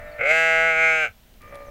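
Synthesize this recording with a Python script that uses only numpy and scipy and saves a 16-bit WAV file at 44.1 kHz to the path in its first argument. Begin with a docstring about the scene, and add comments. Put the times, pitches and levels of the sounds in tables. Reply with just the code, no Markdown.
"""A sheep gives one long, steady bleat close by, in an open pasture.
Other sheep of the flock call from farther off before and after it, the last with a low rattle.
A small bird chirps far away, hay snaps, and a light wind rumbles on the microphone."""
import sys
import numpy as np
from scipy import signal
from scipy.fft import rfft, irfft
from scipy.io import wavfile

SR = 44100
rng = np.random.default_rng(int(sys.argv[2]) if len(sys.argv) > 2 else 0)


def wav_record(signal):
    """Record a signal, one row per channel, as 16-bit PCM in the file named by sys.argv[1]."""
    frames = np.transpose(np.atleast_2d(signal))
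    bounded = np.clip(frames, -1, 1)
    # unit amplitude maps onto the largest positive 16-bit level
    quanta = np.round(bounded * 32767).astype(np.int16)
    wavfile.write(sys.argv[1], SR, quanta)


N = 74970

# near bleat: (s, pitch Hz)
PITCH = [(.1865, 112.7), (.218, 115.9), (.238, 137.7), (.252, 137.2), (.282, 149.9), (.3, 153.6), (.324, 161.6), (.352, 161.6), (.394, 163.6), (.56, 162.5), (.668, 164.3), (.752, 160.5), (.81, 162.5), (.898, 161.2), (.99, 158.8), (1.048, 152.6), (1.062, 117.8), (1.12, 84.16)]
# near bleat: (s, level dB)
EFFORT = [(.185, -34.5), (.218, -22), (.25, -19.5), (.308, -15.5), (.328, -18), (.59, -17.3), (.706, -18), (.744, -20.5), (.844, -15.5), (.93, -17.5), (.98, -19.5), (1.053, -21.5), (1.072, -33.5), (1.12, -58)]
SKIRT_HZ, TREBLE_HZ = 396, 3300
# fixed colour of the voice: (Hz, dB)
VOICE = [(60, -28), (160, -16), (325, -19), (490, -6), (810, -7), (980, -30), (1150, -13), (1320, -2), (1800, -11),
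         (2100, 0), (2600, -12), (3100, -12), (3500, -20), (4050, -21), (4600, -29), (5600, -37), (6100, -29),
         (7600, -25), (8800, -42), (9800, -47), (11000, -33), (13000, -53), (16000, -62)]
# unevenness of the folds: (s, roughness 0-1)
ROUGH = [(.185, .7), (.28, .45), (.335, .025), (.96, .025), (1.04, .12), (1.07, .9)]  # fixed
JITTER_S, SHIMMER_DB = 0.00014, 4
# air rushing through the folds: (Hz, dB relative to the voice)
AIR = [(300, -37), (2000, -34), (4000, -18), (8000, -11), (14000, -3)]  # fixed
# far bleats, one table each: (s, pitch Hz, level dB)
FAR_A = [(0, 149, -43), (.1, 149.8, -43), (.19, 149.5, -43), (.25, 146, -58)]  # fixed
FAR_B = [(0, 164.3, -41), (.1, 164.3, -41), (.17, 164, -41), (.23, 162, -56)]  # fixed
# their throat: (Hz, dB)
FAR_VOICE = [(100, -26), (300, -30), (460, -20), (597, 0), (660, 0), (770, -18), (1000, -26), (1320, -10), (1500, -13), (1650, -20), (1830, -11), (2100, -12), (2500, -21), (3000, -34), (6000, -52), (16000, -76)]  # fixed
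# low rattling bleat: (s, pitch Hz, level dB, first resonance Hz, its gain dB)
RATTLE = [(1.412, 58.9, -48.5, 483, -17), (1.45, 60.3, -43, 520, -7), (1.495, 62, -45.5, 574, -3), (1.54, 62.98, -37.5, 583, 2.5), (1.64, 63.13, -43, 563, 3), (1.7, 63.3, -38.5, 564, 7)]
# its upper resonances: (Hz, width Hz, dB)
RATTLE_THROAT = [(1203, 15, 0.5), (1870, 270, -15.5), (2300, 62, -43), (2350, 75, -14.5)]
RATTLE_WIDTH_HZ = 39
# bird: (start s, length s, start Hz, end Hz, level dB)
CHIRPS = [(.048, 0.0076, 7600, 7340, -58), (0.074, 0.033, 3800, 3430, -56), (.113, .022, 4600, 4000, -52), (1.468, .045, 6600, 4900, -64), (1.585, 0.0473, 4120, 4300, -59), (1.648, .046, 6500, 5300, -60)]
# hay stalks snapping: (s, level dB)
SNAPS = [(0.029, -65), (1.34, -57), (1.418, -47.5), (1.546, -49), (1.555, -44.5)]
SNAP_DECAY_S = 0.0028
SNAP = [(500, -37), (3300, 14), (7000, -1), (10500, 8.5), (16000, -24)]  # (Hz, dB)
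FIELD, FIELD_DB = [(88, -60), (150, -12.5), (244, -7.5), (279, -30.5), (631, -13), (1110, -20.5), (3160, -19), (4560, -24),
                   (9730, -29), (15500, -22.5)], -57.5  # (Hz, dB per Hz)
WIND = [(10, -7.5), (30, 1), (60, -7.5), (120, -15), (250, -21.5), (600, -28.5), (2000, -79)]  # (Hz, dB per Hz)
GUSTS = [(0, -44), (.4, -52), (.72, -47.5), (1.2, -55.5), (1.45, -46), (1.68, -44.5)]  # (s, level dB)
EDGE_HZ = 15900  # fixed
TAPS = 4096  # fixed
HZ = np.fft.rfftfreq(TAPS, 1 / SR)
TIME = np.arange(N) / SR
# resonances of throat and mouth, lowest first: (s, centre Hz, width Hz)
FORMANT_1 = [(.22, 525, 70), (.29, 600, 60), (.38, 681, 162), (.5, 685, 116), (.64, 674, 138), (.75, 661, 180), (.87, 686, 185), (1.03, 637, 200)]  # fixed
FORMANT_2 = [(0.22, 1511, 168), (0.29, 1564, 203), (0.38, 1603, 91), (0.5, 1574, 115), (0.64, 1562, 83),
             (0.75, 1545, 109), (0.87, 1549, 59), (1.03, 1536, 70)]  # fixed
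FORMANT_3 = [(0.22, 2148, 112), (0.29, 2184, 91), (0.38, 2021, 282), (0.5, 2032, 208), (0.64, 2052, 252),
             (0.75, 2209, 230), (0.87, 2149, 209), (1.03, 2351, 116)]  # fixed
FORMANT_4 = [(0.22, 2577, 137), (0.29, 2556, 115), (0.38, 2652, 78), (0.5, 2654, 119), (0.64, 2675, 213),
             (0.75, 2560, 216), (0.87, 2445, 154), (1.03, 2750, 151)]  # fixed
FORMANT_5 = [(0.29, 4964, 323), (0.64, 4926, 415), (0.75, 5255, 343), (0.87, 5350, 210), (1.03, 5249, 275)]  # fixed
FORMANT_6 = [(0.29, 5951, 426), (0.64, 5976, 263), (0.75, 6220, 240), (0.87, 6323, 207), (1.03, 6344, 251)]  # fixed
# level of the treble: (s, dB)
TREBLE = [(0.22, -10.5), (0.29, 5.5), (0.38, 6), (0.5, 3), (0.64, -0.5), (0.75, -1.5), (0.87, 1.5), (1.03, 2)]
WAVER, WAVER_CYCLES = .0016, 8  # fixed
# the truck's sides and the ground smear each pulse: (delay s, share reflected)
REFLECTIONS = [(.0011, 0.25), (.0023, 0.63), (.0039, .2)]
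ECHO_DB = -20  # fixed
ECHO_T60_S = .16  # fixed
# soft hum of the folds under the bleat: (s, level dB)
HUM = [(.17, -70), (.2, -39.5), (.26, -73), (.33, -97), (1.02, -70), (1.07, -52.5), (1.105, -44), (1.14, -80)]
FAR_ECHO_DB = -3  # fixed
FAR_DB = -3.5
SMEAR_BELOW_HZ = 4480  # the treble beams straight ahead and stays sharp
# glancing reflections that ripple the treble: (delay s, share reflected)
GLINTS = [(.00085, 0.17), (.0019, 0.6)]


def amp(db):
    """Decibels to gain."""
    return 10 ** (np.asarray(db) / 20)


def unit(x):
    """Scales to rms 1."""
    return x / np.sqrt(np.mean(x ** 2) + 1e-20)


def at(table, s):
    """Every column of a time table at time s."""
    times, *columns = np.transpose(table)
    return [np.interp(s, times, c) for c in columns]


def read(points, hz):
    """A spectrum on a log-frequency axis."""
    f, db = np.transpose(points)
    return np.interp(np.log(hz + 1), np.log(f + 1), db)


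def add(mix, s, sound):
    """Mixes a sound in at time s."""
    part = mix[max(int(s * SR), 0):][:len(sound)]
    part += sound[:len(part)]


def noise(points, size):
    """Noise of rms 1 with the given spectrum."""
    return unit(irfft(rfft(rng.standard_normal(size)) * amp(read(points, np.fft.rfftfreq(size, 1 / SR))), size))


def beats(table):
    """Moments at which the folds snap shut, for a pitch table."""
    t = np.arange(table[0][0], table[-1][0], 1 / SR)
    turns = np.cumsum(at(table, t)[0]) / SR
    return np.interp(np.arange(turns[-1]), turns, t)


def ring(s, db, pitch, air=0):
    """One pulse through a causal throat of gain db; a train of them has rms 1."""
    cepstrum = irfft(np.log(amp(db)))
    cepstrum[1:TAPS // 2] *= 2
    cepstrum[TAPS // 2 + 1:] = 0
    throat = np.exp(rfft(cepstrum))
    delay = np.exp(-2j * np.pi * HZ / SR * (s * SR % 1))
    return irfft(throat * delay * (1 + air)) * np.sqrt(SR / pitch / np.sum(irfft(throat) ** 2))


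def near_bleat():
    """Fold pulses and puffs of air ring the moving throat: rough at both ends, clean between."""
    out, t, times = np.zeros(N), np.arange(TAPS) / SR, beats(PITCH)
    # slight unsteadiness: WAVER is a share of the period, drifting over WAVER_CYCLES
    drift = unit(signal.lfilter([1], [1, -np.exp(-1 / WAVER_CYCLES)], rng.standard_normal(TAPS)))
    for s, lag in zip(times, drift):
        (pitch,), (level,), (rough,), (treble,) = at(PITCH, s), at(EFFORT, s), at(ROUGH, s), at(TREBLE, s)
        db = read(VOICE, HZ) + treble / (1 + (TREBLE_HZ / (HZ + 1)) ** 6)
        for formant in FORMANT_1, FORMANT_2, FORMANT_3, FORMANT_4, FORMANT_5, FORMANT_6:
            hz, width = at(formant, s)
            db = db + 10 * np.log10(((HZ - hz) ** 2 + SKIRT_HZ ** 2) / ((HZ - hz) ** 2 + (width / 2) ** 2))
        puff = rng.standard_normal(TAPS) * np.exp(-t / 0.0065)
        air = rfft(puff / np.linalg.norm(puff)) * amp(read(AIR, HZ))
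        s += JITTER_S * rough * rng.standard_normal() + WAVER * lag / pitch
        add(out, s, amp(level + SHIMMER_DB * rough * rng.standard_normal()) * ring(s, db, pitch, air))
    return out


def far_bleat(table, jitter_s=.00004, shimmer_db=1.0):
    """A dull, distant sheep on a nearly level pitch."""
    out = np.zeros(N)
    for s in beats(table):
        pitch, level = at(table, s)
        s = abs(s + jitter_s * rng.standard_normal())
        add(out, s, amp(level + shimmer_db * rng.standard_normal()) * ring(s, read(FAR_VOICE, HZ), pitch))
    return out


def rattling_bleat(jitter_s=.00006, shimmer_db=2.54, dull_hz=2900):
    """Slow pulses ring a narrow throat whose lowest resonance grows as the mouth opens."""
    out = np.zeros(N)
    for s in beats(RATTLE):
        pitch, level, first_hz, first_db = at(RATTLE, s)
        power = sum(amp(db) ** 2 / (1 + (2 * (HZ - hz) / width) ** 2) for hz, width, db in [(first_hz, RATTLE_WIDTH_HZ, first_db)] + RATTLE_THROAT)
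        db = 10 * np.log10(power / (1 + (HZ / dull_hz) ** 10) + 1e-9)
        s += jitter_s * rng.standard_normal()
        add(out, s, amp(level + shimmer_db * rng.standard_normal()) * ring(s, db, pitch))
    return out


def bird():
    """Thin, far whistles that mostly bend downwards."""
    out = np.zeros(N)
    for s, length, start_hz, end_hz, db in CHIRPS:
        u = np.arange(0, 1, 1 / (length * SR))
        turns = np.cumsum(start_hz + (end_hz - start_hz) * u ** 2) / SR
        add(out, s, amp(db) * np.sin(np.pi * u) * np.sin(2 * np.pi * turns))
    return out


def hay():
    """Short dry snaps as the flock feeds."""
    out = np.zeros(N)
    for s, db in SNAPS:
        add(out, s, amp(db) * noise(SNAP, size=TAPS) * np.exp(-np.arange(TAPS) / SR / SNAP_DECAY_S))
    return out


def pasture():
    """A quiet outdoor hiss and wind on the microphone."""
    return amp(FIELD_DB) * noise(FIELD, size=N) + amp(at(GUSTS, TIME)[0]) * noise(WIND, size=N)


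def scatter(x, t60_s):
    """A short diffuse echo from the truck, the ground and the trees."""
    t = np.arange(SR // 2) / SR
    tail = rng.standard_normal(len(t)) * amp(-60 * t / t60_s) * (t > .003)  # fixed
    return signal.fftconvolve(x, tail / np.linalg.norm(tail))[:N]


def fold_hum():
    """The loosely closing folds hum at the bare pitch as the bleat starts and ends."""
    sounding = (TIME > HUM[0][0]) & (TIME < HUM[-1][0])
    return sounding * amp(at(HUM, TIME)[0]) * np.sin(2 * np.pi * np.cumsum(at(PITCH, TIME)[0]) / SR)


def smear(x):
    """Close surfaces spread the sound in time without changing its colour."""
    hz = np.fft.rfftfreq(2 * N, 1 / SR)
    spectrum = rfft(x, 2 * N)
    for delay, share in REFLECTIONS:
        late, share = np.exp(-2j * np.pi * hz * delay), min(share, .7)  # fixed
        spectrum = spectrum * (late - share) / (1 - share * late) / late
    return irfft(spectrum)[:N]


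def soften(x):
    """Smears the body of the voice; its treble stays crisper, with two short reflections."""
    hz = np.fft.rfftfreq(N, 1 / SR)
    low = 1 / (1 + (hz / SMEAR_BELOW_HZ) ** 24)  # fixed
    ripple = 1 + sum(share * np.exp(-2j * np.pi * hz * delay) for delay, share in GLINTS)
    return irfft(rfft(smear(x)) * low + rfft(x) * (1 - low) * ripple, N)


def scene():
    """The near sheep almost dry, the flock and the bird with more echo."""
    near = soften(near_bleat()) + fold_hum()
    far = amp(FAR_DB) * (smear(far_bleat(FAR_A) + far_bleat(FAR_B) + rattling_bleat()) + bird())
    echoes = amp(ECHO_DB) * scatter(near, ECHO_T60_S) + amp(FAR_ECHO_DB) * scatter(far, ECHO_T60_S)
    return (near + far + echoes + hay() + pasture())[None]


def record(dry):
    """The recorder's band limit."""
    return signal.oaconvolve(dry, signal.firwin(511, EDGE_HZ, window=("kaiser", 9), fs=SR)[None], "same")  # fixed


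dry = scene()
out = record(dry)
wav_record(out)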